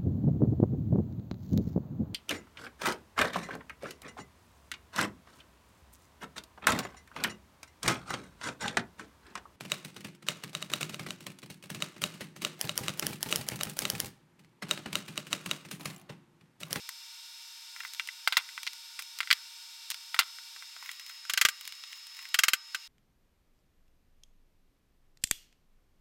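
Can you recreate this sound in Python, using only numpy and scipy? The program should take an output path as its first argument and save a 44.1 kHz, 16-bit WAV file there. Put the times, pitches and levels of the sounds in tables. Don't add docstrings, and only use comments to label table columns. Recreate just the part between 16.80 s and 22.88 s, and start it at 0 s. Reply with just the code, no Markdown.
import sys
import numpy as np
from scipy import signal
from scipy.fft import rfft, irfft, next_fast_len
from scipy.io import wavfile
from scipy.ndimage import uniform_filter1d, map_coordinates

SR = 44100
rng = np.random.default_rng(int(sys.argv[2]) if len(sys.argv) > 2 else 0)


def wav_record(signal):
    frames = np.transpose(np.atleast_2d(signal))
    bounded = np.clip(frames, -1, 1)
    quanta = np.round(bounded * 32767).astype(np.int16)
    wavfile.write(sys.argv[1], SR, quanta)


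N = 267992
TIME = np.arange(N) / SR
HIT_SIZE = 4096
HIT_T = np.arange(HIT_SIZE) / SR
HIT_HZ = np.fft.rfftfreq(HIT_SIZE, 1 / SR)
TILT_OCTAVES = np.log2(np.clip(HIT_HZ, 500, 6000) / 2000)

# frequency in Hz, width in Hz, relative strength in dB.
SHEET_MODES = [(1380, 167, -2), (1545, 73, -3), (2024, 270, -1), (2380, 170, -12), (2756, 90, -4.5),
               (3420, 790, -2), (4080, 140, -8), (4680, 100, -5)]
# frequency in Hz, gain in dB.
TOUCH_EQ = [(150, -47.5), (500, -38.5), (750, -20.5), (1050, -5.5), (1400, -3), (2100, 0.5), (3500, -10),
            (5500, -16.5), (9000, -27), (15500, -34)]


def amp(db):
    return 10 ** (np.asarray(db) / 20)


def unit(x):
    return x / np.sqrt(np.mean(x ** 2) + 1e-20)


def along(points, hz):
    point_hz, values = np.transpose(points)
    return np.interp(np.log(hz + 1), np.log(point_hz + 1), values)


def wobble(rate):
    grid_s = np.linspace(0, N / SR, 1500)
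    knots = rng.standard_normal(int(N * rate / SR) + 4)
    return np.interp(TIME, grid_s, map_coordinates(knots, [grid_s * rate]))


def filtered(x, response):
    size = next_fast_len(N + SR // 2)
    return irfft(rfft(x, size) * response(np.fft.rfftfreq(size, 1 / SR)), size)[:N]


def band(x, kind):
    return signal.sosfilt(signal.butter(5, 5500, kind, fs=SR, output="sos"), x)


def fade(t60):
    return np.exp(-np.log(1000) * HIT_T / t60)


def coloured(x, eq_db):
    cepstrum = irfft(np.log(amp(np.maximum(eq_db, eq_db.max() - 70))))
    cepstrum[1:HIT_SIZE // 2] *= 2
    cepstrum[HIT_SIZE // 2 + 1:] = 0
    return irfft(rfft(x) * np.exp(rfft(cepstrum)))


def ridges(modes):
    height = sum(amp(db / 2) / (1 + (2 * (HIT_HZ - hz) / width) ** 2) for hz, width, db in modes)
    return height / height.max()


def at_level(x, db):
    return x * amp(db) / np.sqrt(uniform_filter1d(x ** 2, int(.003 * SR)).max() + 1e-20)


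def balanced(x, body_db, treble_db):
    return at_level(band(x, "low"), body_db) + at_level(band(x, "high"), treble_db)


def add(track, start_s, x):
    start = int(np.clip(round(start_s * SR), 0, N - 1))
    track[start:start + len(x)] += x[:N - start]


def room(x):
    # frequency in Hz, t60 in seconds.
    decay_times = [(200, .1), (1300, 0.47), (4000, 0.054), (14000, 0.11)]
    hz, t, noise = signal.stft(rng.standard_normal(SR // 3), SR, nperseg=256)
    decay = amp(-60 * t / along(decay_times, hz)[:, None])
    tail = signal.istft(noise * decay, SR, nperseg=256)[1]
    predelayed = np.pad(tail, (300, 0))
    return signal.fftconvolve(x, predelayed / np.linalg.norm(tail))[:N]


def swing(front, side, start_s=3.78, length_s=0.42):
    return front + (side - front) * np.clip((TIME - start_s) / length_s, 0, 1)


def fan_air(eq, duct_modes, boost_db):
    gain = amp(along(eq, HIT_HZ) + boost_db * ridges(duct_modes))
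    return unit(filtered(rng.standard_normal(N), lambda hz: np.interp(hz, HIT_HZ, gain)))


def fan_tones(lines, drift, flutter_db):
    drifting_s = np.cumsum(1 + drift * wobble(4)) / SR
    flutter = amp(flutter_db * wobble(16))
    return np.sqrt(2) * flutter * sum(amp(db) * np.sin(2 * np.pi * hz * drifting_s) for hz, db in lines)


def fan_whine():
    level_db = swing(-55, -53.5) + 0.98 * wobble(10)
    pitch_hz = 5178 + 2.25 * wobble(6.6)
    return np.sqrt(2) * amp(level_db) * np.sin(2 * np.pi * np.cumsum(pitch_hz) / SR)


def fans():
    # frequency in Hz, gain in dB.
    front_eq = [(25, -34), (450, -34), (650, -28.5), (850, -20), (1300, -9.5), (1750, -10), (2700, -5.5),
                (3700, -1), (5300, -0.5), (6400, -6.5), (8300, -8.5), (9500, -15), (11600, -11.5),
                (15600, -19.5)]
    side_eq = [(25, -38), (450, -31), (650, -26.5), (850, -31.5), (1300, -8), (1750, -10), (2700, -2.5),
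               (3700, -5), (5300, 0.5), (6400, -9), (8300, -9.5), (9500, -14.5), (11600, -14), (15600, -19)]
    # frequency in Hz, width in Hz, relative strength in dB.
    front_duct = [(1450, 42, -0.5), (2354, 80, -6.5), (2750, 56, 0), (3670, 310, -0.5), (4540, 210, -13),
                  (5750, 120, -5), (7530, 140, -14), (8510, 210, -6)]
    side_duct = [(1170, 68, 2), (1830, 64, -7), (2180, 56, 1), (2793, 34, 8), (3830, 200, 5),
                 (5120, 94, -6), (7000, 90, 2.5)]
    # frequency in Hz, rms level in dB before the crossfade.
    front_tones = [(790, -88.5), (920, -70), (938, -75.5), (1443, -72.5), (2304, -68), (2765, -67),
                   (4603, -75.5), (6740, -84), (8323, -70.5)]
    side_tones = [(790, -88.5), (921, -76), (1190, -77), (1916, -68.5), (2762, -80), (3830, -74.5),
                  (6735, -65.5), (8296, -85)]
    side_share = swing(0, 0.8)
    front, side = np.sqrt(1 - side_share), np.sqrt(side_share)
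    air = front * fan_air(front_eq, front_duct, boost_db=6.0)
    air += side * fan_air(side_eq, side_duct, boost_db=11.5)
    dip_s, fall_s, recover_s = 5.8, 0.087, 0.098
    dip = np.exp(-np.maximum((dip_s - TIME) / fall_s, (TIME - dip_s) / recover_s))
    rush = amp(swing(-51.5, -52.5) - 3 * dip) * unit(band(air, "low"))
    hiss = amp(swing(-54.5, -57.5) - 5 * dip) * unit(band(air, "high"))
    hum = front * fan_tones(front_tones, drift=0.0004, flutter_db=0.5)
    hum += side * fan_tones(side_tones, drift=0.00047, flutter_db=0.0)
    return rush + hiss + hum + fan_whine()


def strike(t60, direct):
    waves = rng.standard_normal(HIT_SIZE) * fade(t60)
    waves[0] += direct
    return waves


def thud(db, t60):
    lowpass = signal.butter(2, 550, fs=SR, output="sos")
    return at_level(signal.sosfilt(lowpass, strike(t60, direct=15.4)), db)


def grip_db():
    # start in seconds, length in seconds, level in dB.
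    grips = [(1.01, .06, -52), (1.5, 0.25, -67), (2.412, 0.062, -67), (3.42, .04, -59), (4.057, 0.076, -51),
             (4.258, 0.059, -51.5), (4.787, 0.19, -59.5), (5.126, 0.024, -53), (5.35, .12, -57),
             (5.97, .1, -68)]
    attack_s, release_s = 0.043, 0.033
    gain = amp(-74)
    for start, length, db in grips:
        before = np.maximum(start - TIME, 0)
        after = np.maximum(TIME - start - length, 0)
        gain = np.maximum(gain, amp(db) * np.exp(-before / attack_s - after / release_s))
    return 20 * np.log10(gain)


def rubbing(grains_per_s=900):
    grains = (rng.random(N) < grains_per_s / SR) * rng.standard_normal(N) * amp(3 * wobble(40))
    touch = coloured(strike(t60=0.048, direct=9.9), along(TOUCH_EQ, HIT_HZ))
    body = unit(signal.fftconvolve(grains, touch)[:N])
    scuffs = signal.fftconvolve(grains, strike(t60=0.004, direct=3.7))[:N]
    rustle = unit(band(scuffs, "high"))
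    return amp(grip_db()) * (amp(-3.5) * body + amp(-4) * rustle)


def cracks():
    # start in seconds, body in dB, treble in dB.
    sharp_cracks = [(0.0911, -38, -32.5), (1.1358, -38.5, -37), (1.148, -41, -41), (1.274, -36, -38.5),
                    (1.832, -34, -36.5), (1.867, -30, -40), (1.933, -39.5, -42.5), (2.223, -39, -37.5),
                    (2.388, -35, -34), (2.528, -15.5, -23), (3.103, -30.5, -27), (3.112, -31.5, -32.5),
                    (3.118, -31, -38), (3.144, -34, -39), (4.116, -40, -39), (4.197, -38, -42),
                    (4.5363, -29.5, -22), (4.811, -39, -39), (4.853, -39.5, -43), (4.8766, -35, -34.5),
                    (4.9235, -36.5, -44), (5.038, -37, -52), (5.269, -45, -44), (5.489, -46, -45)]
    # frequency in Hz, gain in dB.
    crack_eq = [(30, -34), (500, -30.5), (1000, -10), (2000, -0.5), (4500, 1.5), (8000, -6.5),
                (15500, -10.5)]
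    crackle_per_s, above_grip_db, spread_db = 17, 7.5, 3
    count = int(crackle_per_s * N / SR)
    time_draw, level_draw = rng.random((count, 2)).T
    times = (np.arange(count) + time_draw) / crackle_per_s
    levels = np.interp(times, TIME, grip_db()) + above_grip_db + spread_db * (2 * level_draw - 1)
    colour = along(crack_eq, HIT_HZ)
    out = np.zeros(N)
    for start, body_db, treble_db in [*sharp_cracks, *zip(times, levels, levels)]:
        tick = coloured(strike(t60=0.023, direct=8.1), colour)
        add(out, start, balanced(tick, body_db, treble_db))
    return out


def taps():
    # start in seconds, body in dB, hardness as tilt in dB per octave.
    hits = [(0.0909, -37.5, -9), (0.963, -37.5, -6.5), (1.0047, -32.5, 0), (1.035, -40, -4),
            (1.05, -33, -4.5), (1.197, -22.5, 1), (1.288, -29.5, 0.5), (1.69, -38.5, 4), (1.778, -30, -5),
            (1.87, -31.5, -1), (1.875, -25, 13), (2.409, -27.5, 4.5), (2.431, -33, 6), (2.474, -33, 5),
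            (2.5044, -18.5, 4), (2.5141, -14.5, 5), (3.364, -34, -6), (3.586, -40.5, -6),
            (3.763, -42, -11.5), (3.824, -39.5, -5), (3.965, -42.5, -13), (4.026, -40.5, -11.5),
            (4.06, -41, -4), (4.092, -31.5, 1.5), (4.298, -42.5, -2), (4.452, -41.5, -2.5),
            (5.13, -37, 9.5), (5.391, -38.5, 4), (5.454, -37.5, 4)]
    colour = along(TOUCH_EQ, HIT_HZ) + 11 * ridges(SHEET_MODES)
    out = np.zeros(N)
    for start, body_db, tilt in hits:
        knock = coloured(strike(t60=0.033, direct=11.9), colour + tilt * TILT_OCTAVES)
        treble_db = max(body_db - 14, -46)
        add(out, start, balanced(knock, body_db, treble_db))
    return out


def clacks():
    # start in seconds, body, treble and thud in dB, hardness as tilt in
    # dB per octave, ring t60 in seconds, first rebound in dB against the body.
    hits = [(1.4747, -15.5, -24.5, -60, -2.5, 0.029, -25), (1.5241, -22, -34.5, -58, 1, 0.054, -13),
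            (1.569, -14.5, -21.5, -47.5, .5, 0.043, -12), (2.191, -31.5, -35.5, -64, 0, 0.05, -25),
            (2.4045, -21, -35, -55, -1, .023, -20), (2.5111, -12, -27.5, -69, 5.5, 0.019, -31),
            (3.344, -25, -37, -70, -2, 0.036, -17), (3.3902, -13.5, -17.5, -41.5, 0, 0.047, -8.5)]
    # frequency in Hz, gain in dB.
    clack_eq = [(150, -69.5), (450, -35), (700, -13.5), (1100, -3.5), (1350, -2), (1780, -5.5), (2100, -2),
                (4500, -7.5), (6500, -17), (9500, -20.5), (15500, -23.5)]
    buzz_lag_s, rebound_gap_s, rebound_loss_db = 0.00129, 0.0102, 5.3
    sheet_colour = along(clack_eq, HIT_HZ) + 9.8 * ridges(SHEET_MODES)
    out = np.zeros(N)
    for start, body_db, treble_db, thud_db, tilt, t60, rebound_db in hits:
        colour = sheet_colour + tilt * TILT_OCTAVES
        knock = band(coloured(strike(t60, direct=7.9), colour), "low")
        add(out, start, at_level(knock, body_db) + thud(thud_db, t60=0.027))
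        buzz = band(coloured(strike(t60, direct=0.69), colour), "high")
        add(out, start + buzz_lag_s, at_level(buzz, treble_db))
        for k in range(4):
            rebound = band(coloured(strike(t60=0.034, direct=7.6), colour), "low")
            level_db = body_db + rebound_db - rebound_loss_db * k
            add(out, start + (k + 1) * rebound_gap_s, at_level(rebound, level_db))
    return out


def after_ring():
    # frequency in Hz, level in dB against the snap's body, t60 in seconds.
    modes = [(1200, -28, 0.21), (1590, -58, 0.13), (1990, -32, 0.032), (2660, -23, 0.049)]
    t = np.arange(SR // 4) / SR
    return sum(amp(db - 60 * t / t60) * np.sin(2 * np.pi * hz * t) for hz, db, t60 in modes)


def slips():
    # start in seconds, body, treble and thud in dB, rise in seconds.
    releases = [(4.4954, -26, -31.5, -79, 0.0037), (4.537, -27.5, -39, -48.5, 0.0011),
                (4.574, -20, -27, -71, 0.0021), (4.612, -16.5, -21, -66, 0.0024),
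                (4.6494, -15, -21, -32, .002), (4.6858, -24, -28, -73, .0015),
                (5.542, -19.5, -26.5, -72, 0.00176), (5.588, -16.5, -22, -41, 0.0019),
                (5.635, -16, -21, -56, .001), (5.682, -18, -23.5, -44.5, 0.0012),
                (5.733, -18, -23.5, -40.5, 0.0015), (5.9456, -26.5, -37, -88, .002)]
    # frequency in Hz, gain in dB.
    slip_eq = [(150, -47), (500, -27), (1000, -15.5), (1200, -7), (1450, -2), (1760, -5.5), (2000, -2),
               (3000, -3.5), (4200, -14), (7000, -6), (9000, -14), (12000, -12.5), (15500, -18)]
    # frequency in Hz, width in Hz, relative strength in dB.
    bent_modes = [(1198, 69, -2), (1540, 60, -4), (1903, 230, -10), (2470, 130, -28), (3210, 120, -4),
                  (3430, 50, -32), (4070, 84, 10), (4500, 520, 4), (5200, 190, -24), (5200, 110, -19),
                  (7250, 430, -31), (8300, 130, -3)]
    colour = along(slip_eq, HIT_HZ) + 13.6 * ridges(bent_modes)
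    shared_waves = rng.standard_normal(HIT_SIZE)
    out = np.zeros(N)
    for start, body_db, treble_db, thud_db, rise_s in releases:
        waves = unit(0.88 * shared_waves + rng.standard_normal(HIT_SIZE))
        tear = waves * fade(t60=0.043) * (1 - np.exp(-HIT_T / rise_s))
        tear[int(rise_s * SR)] += 3.5
        add(out, start, balanced(coloured(tear, colour), body_db, treble_db))
        add(out, start + rise_s, thud(thud_db, t60=0.016))
        add(out, start + rise_s, amp(body_db) * after_ring())
    return out


def scene():
    sheet = taps() + clacks() + cracks() + slips() + rubbing()
    return (sheet + amp(-28.5) * room(sheet) + fans())[None]


def record(dry):
    cutoff_hz = 15950
    return filtered(dry[0], lambda hz: 1 / np.sqrt(1 + (hz / cutoff_hz) ** 200))[None]


dry = scene()
out = record(dry)
wav_record(out)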